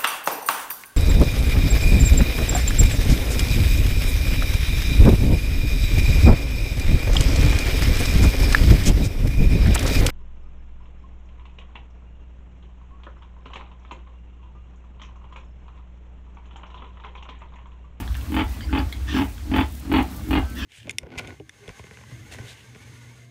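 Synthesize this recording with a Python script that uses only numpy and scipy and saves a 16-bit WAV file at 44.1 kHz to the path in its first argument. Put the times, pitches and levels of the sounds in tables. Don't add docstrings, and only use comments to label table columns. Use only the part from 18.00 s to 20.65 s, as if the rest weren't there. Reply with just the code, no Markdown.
import sys
import numpy as np
from scipy import signal
from scipy.fft import rfft, irfft, next_fast_len
from scipy.io import wavfile
from scipy.ndimage import uniform_filter1d, map_coordinates

SR = 44100
rng = np.random.default_rng(int(sys.argv[2]) if len(sys.argv) > 2 else 0)


def nominal_scale(level):
    x = np.asarray(level, float) / 20
    return 10 ** x


def bounce(signal):
    frames = np.transpose(np.atleast_2d(signal))
    limited = np.clip(frames, -1, 1)
    pcm = np.round(limited * 32767).astype(np.int16)
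    wavfile.write(sys.argv[1], SR, pcm)


N = 116865
T = np.arange(N) / SR
NOSE_TOP_HZ = 7500


def unit(x):
    return x / np.sqrt(np.mean(x ** 2) + 1e-20)


def along(points, hz):
    f, v = np.transpose(points)
    return np.interp(np.log(hz + 1), np.log(f + 1), v)


def wobble(rate):
    return map_coordinates(rng.standard_normal(int(N * rate / SR) + 4), [T * rate])


def filtered(x, response):
    m = next_fast_len(N + SR // 2)
    return irfft(rfft(x, m) * response(np.fft.rfftfreq(m, 1 / SR)), m)[..., :N]


def through(x, peaks):
    def response(f):
        total = 0
        for k, (center, width, db) in enumerate(peaks):
            cavity = 1j * f * width / (center * center - f * f + 1j * f * width)
            total = total + (-1) ** k * nominal_scale(db) * cavity
        return total
    return filtered(x, response)


def swell(t, length, rise, fall):
    return np.exp(-np.minimum(t / rise - 1, 0) ** 2 - np.maximum((t - length) / fall, 0) ** 2)


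def dull(x, hz):
    return signal.sosfilt(signal.butter(6, np.clip(hz, 50, SR / 3), fs=SR, output="sos"), x)


def background():
    # time_s, level_db
    lumps = [(0.0, -18), (0.07, -34), (0.1, -22.5), (0.26, -31), (0.48, -23), (0.56, -34.5), (0.71, -24),
             (0.88, -25), (0.91, -37.5), (1.02, -25.5), (1.39, -34), (1.58, -23.5), (1.84, -39),
             (1.98, -21), (2.13, -41.5), (2.39, -18.5), (2.54, -36.5), (2.65, -28)]
    # pitch_hz, width_hz, level_db
    hums = [(40.6, 22, -8.5), (64.8, 8.8, 9.5), (103.8, 15, -3)]
    # pitch_hz, level_db (per Hz)
    air_color = [(100, 0), (140, -2), (270, -3.5), (350, -17.5), (600, -15.5), (1500, -18), (4000, -22),
                 (8000, -26.5), (15500, -31.5)]
    # pitch_hz, share (0 to 1)
    patchiness = [(1500, 1), (9000, .25)]
    drone = unit(through(through(rng.standard_normal(N), hums), [(59, 64, 0)]))
    even = drone / np.sqrt(np.abs(uniform_filter1d(drone ** 2, SR // 12)) + 0.13)

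    hz, _, z = signal.stft(rng.standard_normal(N), SR, nperseg=512)
    field = uniform_filter1d(uniform_filter1d(rng.standard_normal(z.shape), 8, 0), 8, 1)
    frame = np.minimum(np.arange(z.shape[1]), N // 256)
    gusts = 1.77 * wobble(7.56)[::256][frame]
    patches_db = (2.24 * unit(field) + gusts) * along(patchiness, hz)[:, None]
    air = signal.istft(z * nominal_scale(patches_db), nperseg=512)[1][:N]
    air = unit(filtered(air, lambda f: nominal_scale(along(air_color, f)) * (f > 60)))
    return nominal_scale(np.interp(T, *np.transpose(lumps))) * unit(even) + nominal_scale(-41.5) * air


def gate():
    # start_s, length_s, pitch_hz, level_db
    tones = [
        (.48, .12, 1960, -54),
        (.5, .12, 2480, -58),
        (2.44, .12, 1315, -51),
        (2.4, .15, 1545, -48),
        (2.13, .07, 1180, -52),
        (2.22, .06, 2180, -54),
    ]
    out = np.zeros(N)
    for s, length, hz, db in tones:
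        out += nominal_scale(db + wobble(15)) * swell(T - s, length, .015, .02) * np.sin(2 * np.pi * hz * T)
    return out


def straw():
    # start_s, peak_db
    snaps = [(0.167, -18), (0.3192, -20), (0.9243, -18), (1.3563, -38), (1.3773, -34), (1.5638, -18),
             (1.5995, -22), (1.723, -22), (1.7517, -20.5), (1.797, -18), (1.925, -18), (2.0278, -17.5),
             (2.2613, -28), (2.3094, -16.5), (2.587, -20)]
    # start_s, length_s, level_db
    moves = [
        (0, 0.0045, -38),
        (0.17, 0.224, -50),
        (1.547, 0.043, -53),
        (1.72, 0.071, -52),
        (1.923, 0.059, -44),
        (2.09, 0.11, -54),
        (2.264, 0.099, -55),
        (2.494, 0.076, -52),
    ]
    t60, bright_hz, crackles_per_s, crackle_db = 0.022, 8060, 245, -53.5
    happens = rng.random(N) < crackles_per_s / SR * nominal_scale(6 * wobble(12))
    ticks = happens * nominal_scale(crackle_db + 2 * rng.exponential(size=N))
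    for s, db in snaps:
        ticks[round(s * SR)] += nominal_scale(db - 15.5)
    loudness = signal.fftconvolve(ticks, nominal_scale(-60 * T[:SR // 20] / t60))[:N]
    loudness = loudness + sum(nominal_scale(db) * swell(T - s, length, 0.0025, 0.016) for s, length, db in moves)
    return filtered(loudness * rng.standard_normal(N),
                    lambda f: (1j * f / bright_hz / (1 + 1j * f / bright_hz)) ** 2)


def peeps():
    # start_s, length_s, pitch_hz, level_db
    calls = [
        (.222, .022, 1080, -47),
        (.61, .04, 4700, -49),
        (.61, .03, 3000, -50),
        (.612, .035, 2120, -49),
        (.692, .012, 1540, -41),
        (.786, .006, 4750, -40),
        (.9255, .003, 4050, -41),
    ]
    noise = rng.standard_normal((len(calls), N))
    out = np.zeros(N)
    for breath, (s, length, hz, db) in zip(noise, calls):
        width = .06 * hz
        tone = through(through(breath, [(hz, width, 0)]), [(hz, 2 * width, 0)])
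        out += nominal_scale(db) * swell(T - s, length, 0.0027, 0.0035) * unit(tone)
    return out


def smacks():
    # start_s, peak_db, low_hz, high_hz, t60_s (time to fade by 60 dB)
    pops = [
        (0.0772, -28, 1690, 3350, 0.0095),
        (0.1446, -26.5, 2400, 3300, 0.005),
        (0.1521, -27, 1730, 2760, 0.0092),
        (.156, -39, 1700, 1660, 0.019),
        (0.2117, -35.5, 2700, 3130, 0.011),
        (0.265, -39, 1210, 2660, 0.015),
        (0.608, -28, 1720, 3120, 0.0096),
        (0.9258, -25, 2150, 3330, 0.02),
        (1.381, -33.5, 1610, 3270, 0.0096),
        (2.195, -37, 845, 1130, 0.026),
    ]
    out, t = np.zeros(N + SR), T[:SR // 20]
    for s, db, hz, upper_hz, t60 in pops:
        ring = np.sin(2 * np.pi * hz * t) + nominal_scale(-2) * np.sin(2 * np.pi * upper_hz * t)
        crack = np.diff(dull(rng.standard_normal(len(t) + 1), 4200)) * 3
        ring += .7 * crack * nominal_scale(-60 * t / t60)
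        out[round(s * SR):][:len(t)] += ring * nominal_scale(db - 60 * t / t60) * (1 - np.exp(-t / 0.000087))
    return out[:N]


def breaths():
    # middle_s, level_db
    murmurs = [
        (0.028, -45.5),
        (.2, -52),
        (.6, -43),
        (0.98, -42.5),
        (1.4, -54),
        (1.78, -47),
        (2.14, -40.5),
        (2.53, -43),
        (2.62, -34.5),
    ]
    # pitch_hz, width_hz, level_db
    chest_cavities = [(274, 66, -1), (192, 64, -3.5)]
    # start_s, length_s, level_db
    snort_times = [
        (1.079, 0.1, -33),
        (2.563, 0.072, -36),
    ]
    # pitch_hz, width_hz, level_db
    nose = [(1100, 300, -4), (1715, 90, 10), (2620, 200, 2), (3350, 300, 2), (4750, 150, -4),
            (5530, 300, -6), (6400, 200, -12), (7600, 300, -13)]
    sag = 0.92
    soft = sum(nominal_scale(db) * np.exp(-((T - s) / 0.076) ** 2) for s, db in murmurs)
    snort = sum(nominal_scale(db) * swell(T - s, length, .022, .025) for s, length, db in snort_times)
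    late = sum(np.clip((T - s) / length, 0, 1) * (abs(T - s) < .2) for s, length, db in snort_times)
    noise = rng.standard_normal((2, N))
    nose_air = dull(noise[1], NOSE_TOP_HZ)
    high, low = [unit(through(nose_air, [(hz * ratio, width, db) for hz, width, db in nose]))
                 for ratio in (1 / sag ** .5, sag ** .5)]
    murmur = soft * unit(through(noise[0], chest_cavities))
    return murmur + snort * nominal_scale(1.3 * wobble(59.07)) * ((1 - late) * high + late * low)


def grunts():
    # first_open_pulse_s, pulse_period_s, throat_scale (cavity pitches times this)
    timing = [
        (-.1115, .0225, 1),
        (.3198, .0227, 1.01),
        (.7276, .0223, 1),
        (1.142, .0228, 1),
        (1.5145, .0229, 1.01),
        (1.9161, .0221, .95),
        (2.3077, .0222, .95),
    ]
    # length_s (to closing), chest_db, throat_db, first_pulse_db (under full), throat_closing_s
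    shapes = [
        (0.095, -23.5, -29, -8, 0.079),
        (0.092, -24, -33, -13, 0.067),
        (0.072, -24, -34.5, -2.5, 0.038),
        (.075, -20, -33, -10, 0.047),
        (0.093, -21.5, -31, -14.5, 0.073),
        (0.078, -19, -30.5, -3.5, 0.061),
        (0.072, -20.5, -31, -4, 0.047),
    ]
    # pitch_hz, width_hz, level_db
    throat_cavities = [(470, 150, -11.5), (857, 106, 1.5), (1303, 240, -5.5), (1730, 456, -8.5),
                       (2225, 224, -7), (2558, 200, -7.5), (3034, 134, -5.5), (3434, 150, -9),
                       (4670, 210, -6)]
    # pitch_hz, width_hz, level_db
    belly_cavities = [(206.5, 27, -3), (91.7, 8.9, -1.5), (372, 29, -5.5)]
    jitter_s, scatter_db, release_s = .0012, 1.2, 0.016
    run_up_db_per_s, open_db_per_s, close_db_per_s, shut_db = 230, 400, 200, -10
    chest_share = 0.17
    ring_hz, sag_hz_per_s, ring_t60, ring_rise_s, ring_scatter = 291, 150, .2, .0015, .025

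    chest, ring, voice, steady = np.zeros(N), np.zeros(N), np.zeros(N), np.zeros(N)
    steady[::SR // 44] = 1
    t = T[:SR // 10]
    puff = np.exp(-t / .012) * (1 - np.exp(-t / .002))
    noise = rng.standard_normal(N) * nominal_scale(3 * wobble(250)) / np.linalg.norm(puff)

    def rasped(pulses, db):
        return pulses + nominal_scale(db) * noise * signal.fftconvolve(pulses, puff)[:N]

    def strength(peaks):
        return np.std(through(steady, peaks))

    for (s, period, scale), (length, chest_db, throat_db, first_db, closing) in zip(timing, shapes):
        chance = rng.standard_normal((12, 3))
        t = np.arange(-4, 8) * period
        jitter = jitter_s * chance[:, 0] * (t > 2.5 * period)
        at = np.round((s + t + jitter) * SR).astype(int)
        ok = at >= 0
        size = nominal_scale(scatter_db * chance[:, 1])
        lag_db = np.minimum(first_db + open_db_per_s * t, 0)

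        close_db = close_db_per_s * np.maximum(t - closing, 0) * (1 + (t > length))
        throat = np.zeros(N)
        throat[at[ok]] = (size * nominal_scale(throat_db + lag_db + shut_db * (t < 0) - close_db))[ok]
        cavities = [(hz * scale, width, db) for hz, width, db in throat_cavities]
        voice += through(rasped(throat, 3.5), cavities)

        fade = np.exp(-np.maximum((t - length) / release_s, 0) ** 2)
        low = size * fade * nominal_scale(chest_db + chest_share * lag_db + run_up_db_per_s * np.minimum(t, 0))
        chest[at[ok]] += low[ok]

        n = np.arange(max(at[0], 0), at[-1])
        k = np.searchsorted(at, n, "right") - 1
        since = (n - at[k]) / SR
        hz = (ring_hz - sag_hz_per_s * t) * (1 + ring_scatter * chance[:, 2])
        shape = nominal_scale(-60 * since / ring_t60) * (1 - np.exp(-since / ring_rise_s))
        ring[n] += 2 * low[k] * shape * np.sin(2 * np.pi * hz[k] * since)

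    belly = nominal_scale(-8) * through(rasped(chest, -6), belly_cavities) / strength(belly_cavities)
    mouth = dull(voice, 3700) + nominal_scale(-19) * dull(voice, NOSE_TOP_HZ)
    return dull(ring + belly, 420) + mouth / strength(throat_cavities)


def pen(x):
    # pitch_hz, t60_s
    fading = [(200, 0.29), (2000, 0.18), (8000, 0.078)]
    hz, t, z = signal.stft(rng.standard_normal(SR // 3), SR, nperseg=256)
    tail = signal.istft(z * nominal_scale(-60 * t / along(fading, hz)[:, None]), SR, nperseg=256)[1]
    return signal.fftconvolve(np.pad(x, (200, 0)), tail / np.linalg.norm(tail))[:N]


def scene():
    near = grunts() + breaths() + smacks() + straw() + peeps()
    to_walls = filtered(near, lambda f: 1 - 0.64 / (1 + (f / 450) ** 4))
    return (near + nominal_scale(-8.5) * pen(to_walls) + gate() + background())[None]


def band_limit(x):
    return signal.sosfilt(signal.butter(12, 16650, fs=SR, output="sos"), x)


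def record(dry):
    heard = filtered(dry, lambda f: 1 - 0.52 * np.exp(-((f - 10420) / 300) ** 2) - (f > 15730))
    heard = heard / (1 + np.abs(heard / .62) ** 4) ** .25
    return band_limit(heard)


dry = scene()
out = record(dry)
bounce(out)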